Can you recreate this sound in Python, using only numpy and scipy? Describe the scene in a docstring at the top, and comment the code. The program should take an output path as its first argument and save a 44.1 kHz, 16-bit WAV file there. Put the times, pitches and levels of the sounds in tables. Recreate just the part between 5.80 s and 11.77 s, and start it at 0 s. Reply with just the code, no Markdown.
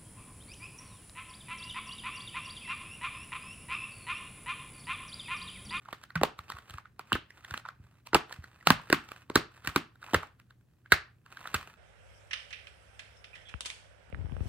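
"""Small quiet room: fingers pop the silicone dimples of a hand-held fidget disc. Each dimple buckles in a short
flurry of snaps that rings its air cup and thumps the disc. Fingers rub and tap between pops; the disc recoils
with a low thud after most pops, and a few thuds fall between them, over faint air noise and mains hum. Two
microphone ports a few centimetres apart pick up the disc and its reverberation."""
import sys
import numpy as np
from scipy import signal
from scipy.fft import rfft, irfft
from scipy.io import wavfile

SR = 44100
rng = np.random.default_rng(int(sys.argv[2]) if len(sys.argv) > 2 else 0)


def pcm_store(signal):
    """Save signal as 16-bit PCM."""
    levels = np.round(np.clip(np.atleast_2d(signal), -1, 1) * 32767)
    wavfile.write(sys.argv[1], SR, levels.astype(np.int16).T)


N = 263318
T = np.arange(4096) / SR  # time axis of one event, s
CREAK_SAMPLES = 1024  # lead-in to a snap
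SNAP_LEAD_S = CREAK_SAMPLES / SR + .0006
# diffuse field: f/Hz, left-right coherence
COHERENCE = [(60, 0.91), (290, 0.85), (640, 0.14), (1400, 0.4), (3100, 0.44)]


def amp(db):
    """dB to gain."""
    return 10 ** (np.asarray(db) / 20)


def unit_rms(x):
    """Scale to rms 1."""
    return x / np.sqrt(np.mean(x ** 2) + 1e-20)


def burst(x, ms):
    """Scale to the energy of a unit sine lasting ms."""
    return x / np.sqrt(np.sum(x ** 2) * 2000 / (ms * SR))


def log_interp(points, hz):
    """Interpolate (f/Hz, value) points over log frequency."""
    f, value = np.transpose(points)
    return np.interp(np.log(hz + 1), np.log(f + 1), value)


def colour(x, points):
    """Zero-phase filter from (f/Hz, gain/dB) points."""
    hz = np.fft.rfftfreq(x.shape[-1], 1 / SR)
    return irfft(rfft(x) * amp(log_interp(points, hz)), x.shape[-1])


def ring(x, hz, width_hz):
    """One damped mode."""
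    r = np.exp(-np.pi * width_hz / SR)
    return signal.lfilter([1, 0, -r], [1, -2 * r * np.cos(2 * np.pi * hz / SR), r * r], x)


def add(mix, start_s, sound):
    """Mix in at start_s."""
    part = mix[..., round(start_s * SR):][..., :sound.shape[-1]]
    part += sound[..., :part.shape[-1]]


def diffuse_noise(samples):
    """Stereo noise, alike in the bass."""
    left, other = rfft(rng.standard_normal((2, samples)))
    coherence = log_interp(COHERENCE, np.fft.rfftfreq(samples, 1 / SR))
    right = coherence * left + np.sqrt(1 - coherence ** 2) * other
    return irfft(np.array([left, right]), samples)


def room_tone(air_db=-66, hum_hz=120, width_hz=110):
    """Faint air noise and mains hum; a narrow noise band makes the hum waver."""
    # air spectrum: f/Hz, relative level/dB
    air_spectrum = [(20, -27.5), (45, -12), (100, -6.5), (460, -27.5), (1400, -46.5), (2400, -46.5),
                    (16000, -49.5)]
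    band = unit_rms(ring(ring(rng.standard_normal(N), hum_hz, width_hz), hum_hz, width_hz))
    hum = band + 4 * np.sin(2 * np.pi * hum_hz * np.arange(N) / SR)
    air = unit_rms(colour(diffuse_noise(N), air_spectrum))
    return amp(air_db) * air + amp(-77.5) * hum


def rub(slips_per_s=70, attack_s=.074, release_s=.026, grip_db=-84.5):
    """Skin sticks and slips on silicone: each slip scuffs and ticks in a cup. One swell per stroke."""
    # finger strokes: t/s, length/s, level/dB
    strokes = [(-0.02, 0.23, -67.5), (0.57, 0.41, -64), (1.24, 0.041, -52), (1.48, 0.12, -61.5),
               (1.613, 0.16, -58.5), (1.968, 0.22, -76), (2.421, 0.16, -61), (2.583, 0.33, -67.5),
               (2.925, 0.49, -62.5), (3.674, 0.12, -66), (3.793, 0.16, -54), (4.164, 0.274, -58),
               (5.456, 0.067, -56), (5.534, 0.25, -56), (5.719, 0.19, -58)]
    # friction hiss: f/Hz, relative level/dB
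    hiss_spectrum = [(100, -10), (600, -9.5), (1350, -4.5), (2700, -11.5), (5000, -22), (15000, -26.5)]
    # nearest cup's modes: f/Hz, width/Hz, relative level/dB
    cup_modes = [(1310, 600, 6.5), (2500, 100, -1.5)]
    slips = (rng.random(N) < slips_per_s / SR) * amp(2.5 * np.minimum(rng.exponential(1, N), 3))
    scuff_shape = np.exp(-T / .006) * np.minimum(T / .001, 1)
    scuffs = 1.5 + signal.oaconvolve(slips, scuff_shape)[:N]
    jolts = signal.oaconvolve(slips, np.exp(-T / .0015))[:N] * rng.standard_normal(N)
    ticks = sum(amp(db) * unit_rms(ring(jolts, hz, width_hz)) for hz, width_hz, db in cup_modes)
    hiss = unit_rms(colour(scuffs * rng.standard_normal(N), hiss_spectrum))
    t = np.arange(N) / SR
    envelope = amp(grip_db)
    for start_s, length_s, db in strokes:
        swell = np.clip((t - start_s) / attack_s, 0, 1) ** 2
        fade = np.exp(-np.maximum(t - start_s - length_s, 0) / release_s)
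        envelope = envelope + amp(db) * swell * fade
    return envelope * (hiss + amp(-7) * ticks)


def snap(cup_hz, crack_db, ms, second_hz, width_hz, creak_db, second_width_hz=290):
    """A creak grows into uneven snaps that ring two air-cup modes and give a broad crack.
    Row 0 faces the microphone; row 1 leaves sideways as one less tuned knock."""
    # crack spectrum: f/Hz, gain/dB
    crack_spectrum = [(500, 7), (1500, 6), (2800, 11.5), (4200, 7.5), (6000, 0), (14000, -6)]
    noise, unevenness = rng.standard_normal((2, len(T)))
    t = T - CREAK_SAMPLES / SR
    progress = np.maximum(t, 0) / (ms / 1000)
    creak = amp(creak_db) * np.exp(-abs(t) / .0061) * np.minimum(T * 200, 1)
    buckling = np.minimum(progress * 10, 1) * np.exp(-progress ** 2)
    flurry = noise * amp(2 * unevenness) * (buckling + creak)
    knock = signal.unit_impulse(len(T), CREAK_SAMPLES + round(ms * SR / 2000))
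    cup = np.array([burst(ring(ring(drive, cup_hz, band_hz), cup_hz, 4.5 * band_hz), ms)
                    for drive, band_hz in ((flurry, width_hz), (knock, 1.85 * width_hz))])
    second = np.array([burst(ring(drive, second_hz, band_hz), ms)
                       for drive, band_hz in ((flurry, second_width_hz), (knock, 4 * second_width_hz))])
    first_snaps = flurry * np.exp(-1.5 * progress)
    crack = colour(np.array([burst(first_snaps, ms), burst(knock, ms)]), crack_spectrum)
    return cup + amp(.4 * crack_db - 10) * second + amp(crack_db) * crack


def taps(second_ratio=2.1):
    """Fingertips tap the silicone and ring a cup; length and second mode vary per tap."""
    # taps: t/s, cup level/dB, cup f/Hz, crack drive/dB re cup
    hits = [(0.057, -44, 1330, -25), (0.087, -35, 995, -24), (0.238, -41.5, 1460, -0.5),
            (0.305, -38.5, 1430, -13), (0.591, -33.5, 1240, -7.5), (0.702, -29.5, 1120, -5.5),
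            (0.721, -32, 1300, -7.5), (0.77, -36.5, 1210, -13), (0.787, -38.5, 1250, -7.5),
            (0.898, -44.5, 1540, 1), (0.908, -49, 1500, 5), (0.94, -41.5, 1350, -4.5),
            (0.984, -33, 1210, -14.5), (1.056, -41, 1400, -43), (1.506, -42, 1820, -9.5),
            (1.649, -36.5, 1460, -6), (1.71, -34, 1390, -5), (1.777, -38.5, 1340, 2),
            (1.853, -33, 1250, -52), (1.86, -34.5, 1180, -22), (1.888, -29.5, 1240, -16),
            (2.272, -43, 1050, 4.5), (2.51, -37, 910, -21.5), (2.526, -36, 1630, -1),
            (2.642, -38, 1520, -8.5), (2.81, -47.5, 1890, -18), (2.998, -36, 1050, -44.5),
            (3.29, -42.5, 1230, -2), (3.319, -34, 1203, -4.5), (3.849, -35.5, 1480, -6),
            (4.157, -51, 1436, -10), (4.228, -37.5, 1320, -17.5), (4.285, -39, 1010, -26),
            (4.432, -29.5, 950, -17.5), (4.6, -50.5, 1467, -2.5), (4.708, -48.5, 1434, -8.5),
            (5.06, -44, 1530, -19.5), (5.463, -45, 1290, -8), (5.572, -36.5, 1530, -12),
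            (5.613, -41.5, 1180, -11), (5.657, -29.5, 1210, -34), (5.674, -34, 1330, -6)]
    out = np.zeros((2, N))
    for at_s, db, cup_hz, crack_db in hits:
        stretch, detune = rng.uniform(.78, 1.4, 2)
        second_hz = second_ratio * cup_hz * detune
        tap = snap(cup_hz, crack_db, 2.4 * stretch, second_hz, width_hz=330, creak_db=-13.5)
        add(out, at_s - SNAP_LEAD_S, amp(db) * tap)
    return out


def thump(hz, glide, decay_cycles, rise_cycles):
    """The disc flexes; pitch sags to hz as the membrane relaxes. Peak 1."""
    cycles = T * hz
    phase = 2 * np.pi * np.cumsum(hz * (1 + glide * np.exp(-cycles / .26))) / SR
    flex = np.sin(phase) * (1 - np.exp(-cycles / rise_cycles)) * np.exp(-cycles / decay_cycles)
    return flex / np.max(abs(flex))


def pops(disc_hz=154):
    """Dimples flip with a snap and a thump; thumps near the disc's flexing mode ring on."""
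    # flips: t/s, cup level/dB, cup f/Hz, thump level/dB re cup, thump f/Hz,
    # crack drive/dB re cup, buckling time/ms, second mode f/Hz
    flips = [(0.128, -36, 1300, -1.5, 420, -6, 9, 3400), (0.355, -26, 1340, -2, 159.9, -12.5, 12, 2320),
             (0.414, -22.5, 870, 0.5, 353, -18, 2.2, 2380), (0.434, -16, 826, -1, 423, -6.5, 5.7, 2730),
             (1.194, -34.5, 1030, -12, 400, -7, 4.85, 2260),
             (1.3206, -13.5, 1305, -15, 336, -28, 1.57, 2470), (1.329, -16, 2910, -9, 200, -7, 2.3, 1370),
             (1.352, -28, 1300, 2.5, 324, -12, 10.7, 2490), (1.74, -28, 1410, -15.5, 224, -12, 5.5, 2420),
             (2.332, -22, 1040, -0.5, 353, -42.5, 4.7, 2580),
             (2.346, -14, 860, -2.5, 373, -4.5, 8.65, 2450), (2.355, -13, 1050, -1, 344, -35, 2.87, 2260),
             (2.872, -12, 1200, -15.5, 155, -2.5, 3.6, 4200),
             (2.904, -9.5, 1190, -3.5, 208, -6, 5.57, 2640), (3.101, -27.5, 1650, 5.5, 384, -3.5, 4, 2780),
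             (3.1276, -12, 1284, -0.5, 318, -5.5, 5.3, 2450), (3.5, -32, 1086, 5, 350, -10, 3.9, 4080),
             (3.5569, -13, 1278, 2, 350, -3, 6.2, 4050), (3.874, -26.5, 1440, -5, 274, -1, 6.1, 2440),
             (3.961, -18.5, 1183, 2.5, 294, -3, 5.93, 2370), (4.334, -28, 740, 7, 308, -9, 10.4, 3150),
             (4.3442, -15, 1326, -1, 440, -8, 7.45, 2750), (5.121, -10, 1548, -5.5, 383, -7.5, 9.3, 3925),
             (5.743, -26.5, 1440, -9.5, 254, 0, 12, 2636)]
    out = np.zeros((2, N))
    for at_s, db, cup_hz, thump_db, thump_hz, crack_db, ms, second_hz in flips:
        pop = snap(cup_hz, crack_db, ms, second_hz, width_hz=391, creak_db=-29.5)
        add(out, at_s - SNAP_LEAD_S, amp(db) * pop)
        resonance = np.exp(-((thump_hz - disc_hz) / 15) ** 2)
        flex = thump(thump_hz, glide=.035, decay_cycles=.65 + 3.5 * resonance, rise_cycles=.43)
        add(out, at_s + .0018, amp(db + thump_db) * flex)
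    return out


def thuds():
    """Low, rubbery thuds of the disc: most come just after a pop as the disc recoils, a few fall between pops."""
    # thuds: t/s, level/dB
    low_thuds = [(0.375, -35), (0.431, -32.5), (0.604, -44), (0.754, -42.5), (0.917, -45), (0.955, -38),
                 (1.35, -30), (1.729, -37.5), (2.012, -43.5), (2.055, -50.5), (2.364, -33.5), (2.6, -36),
                 (2.924, -31), (3.576, -28.5), (3.893, -36), (4.369, -25.5), (5.139, -26.5), (5.764, -31)]
    fade = np.hanning(2 * len(T))[len(T):]
    thud = thump(hz=75.4, glide=.99, decay_cycles=.43, rise_cycles=1.2) * fade
    out = np.zeros(N)
    for at_s, db in low_thuds:
        add(out, at_s - .013, amp(db) * thud)
    return out


def ports(x):
    """Direct sound reaches the two ports with a phase and level offset."""
    # phase offset: f/Hz, left lead/rad
    phase_lead = [(0, 0), (1700, -.1), (2400, -1.7), (3450, -1.5), (4100, -.6), (5200, -3.1), (6200, -2.8),
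                  (16100, 9.4)]
    # balance: f/Hz, left minus right/dB
    balance = [(100, -.5), (1500, -2), (5500, -2.5), (8000, 0)]
    hz = np.fft.rfftfreq(N, 1 / SR)
    lead_rad = np.interp(hz, *np.transpose(phase_lead))
    half_offset = amp(log_interp(balance, hz) / 2) * np.exp(.5j * lead_rad)
    return irfft(rfft(x) * np.array([half_offset, 1 / half_offset]), N)


def reverb(x, build_s=.006, echoes_s=.016):
    """A diffuse tail builds to a cluster of wall echoes; each band decays at its own rate."""
    # room decay: f/Hz, T60/s
    t60 = [(100, 0.28), (260, 0.21), (700, 0.29), (1500, 0.28), (4850, 0.26), (12800, 0.12)]
    # reverberation send: f/Hz, gain/dB
    send = [(60, -10), (300, -13.5), (1400, -14), (4000, -14.5), (12000, -11)]
    hz, frame_s, bands = signal.stft(diffuse_noise(SR // 2), SR, nperseg=256)
    decay = amp(-60 * frame_s / log_interp(t60, hz)[:, None])
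    tail = signal.istft(bands * decay, SR, nperseg=256)[1]
    t = np.arange(tail.shape[1]) / SR
    tail *= np.minimum(t / build_s, 1) + np.exp(-((t - echoes_s) / .004) ** 2)
    tail /= np.linalg.norm(tail[0])
    return signal.fftconvolve(colour(x, send)[None], tail, axes=1)[:, :N]


def scene(crossfade_hz=1.3):
    """Direct sound plus room; two diffuse tails crossfade, so each pop rings a little differently."""
    facing, sideways = pops() + taps() + thuds() + rub()
    crossfade_rad = 2 * np.pi * crossfade_hz * np.arange(N) / SR
    reflected = reverb(sideways * np.cos(crossfade_rad)) + reverb(sideways * np.sin(crossfade_rad))
    return ports(facing) + reflected + room_tone()


def record(dry, low_hz=42, ceiling=.95, high_hz=16300):
    """Microphone: bass cut, soft peak saturation, band limit."""
    thin = signal.sosfilt(signal.butter(3, low_hz, "high", fs=SR, output="sos"), dry)
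    saturated = thin / (1 + (thin / ceiling) ** 4) ** .25
    lowpass = signal.firwin(255, high_hz, window=("kaiser", 9), fs=SR)
    return signal.oaconvolve(saturated, lowpass[None], "same")


dry = scene()
out = record(dry)
pcm_store(out)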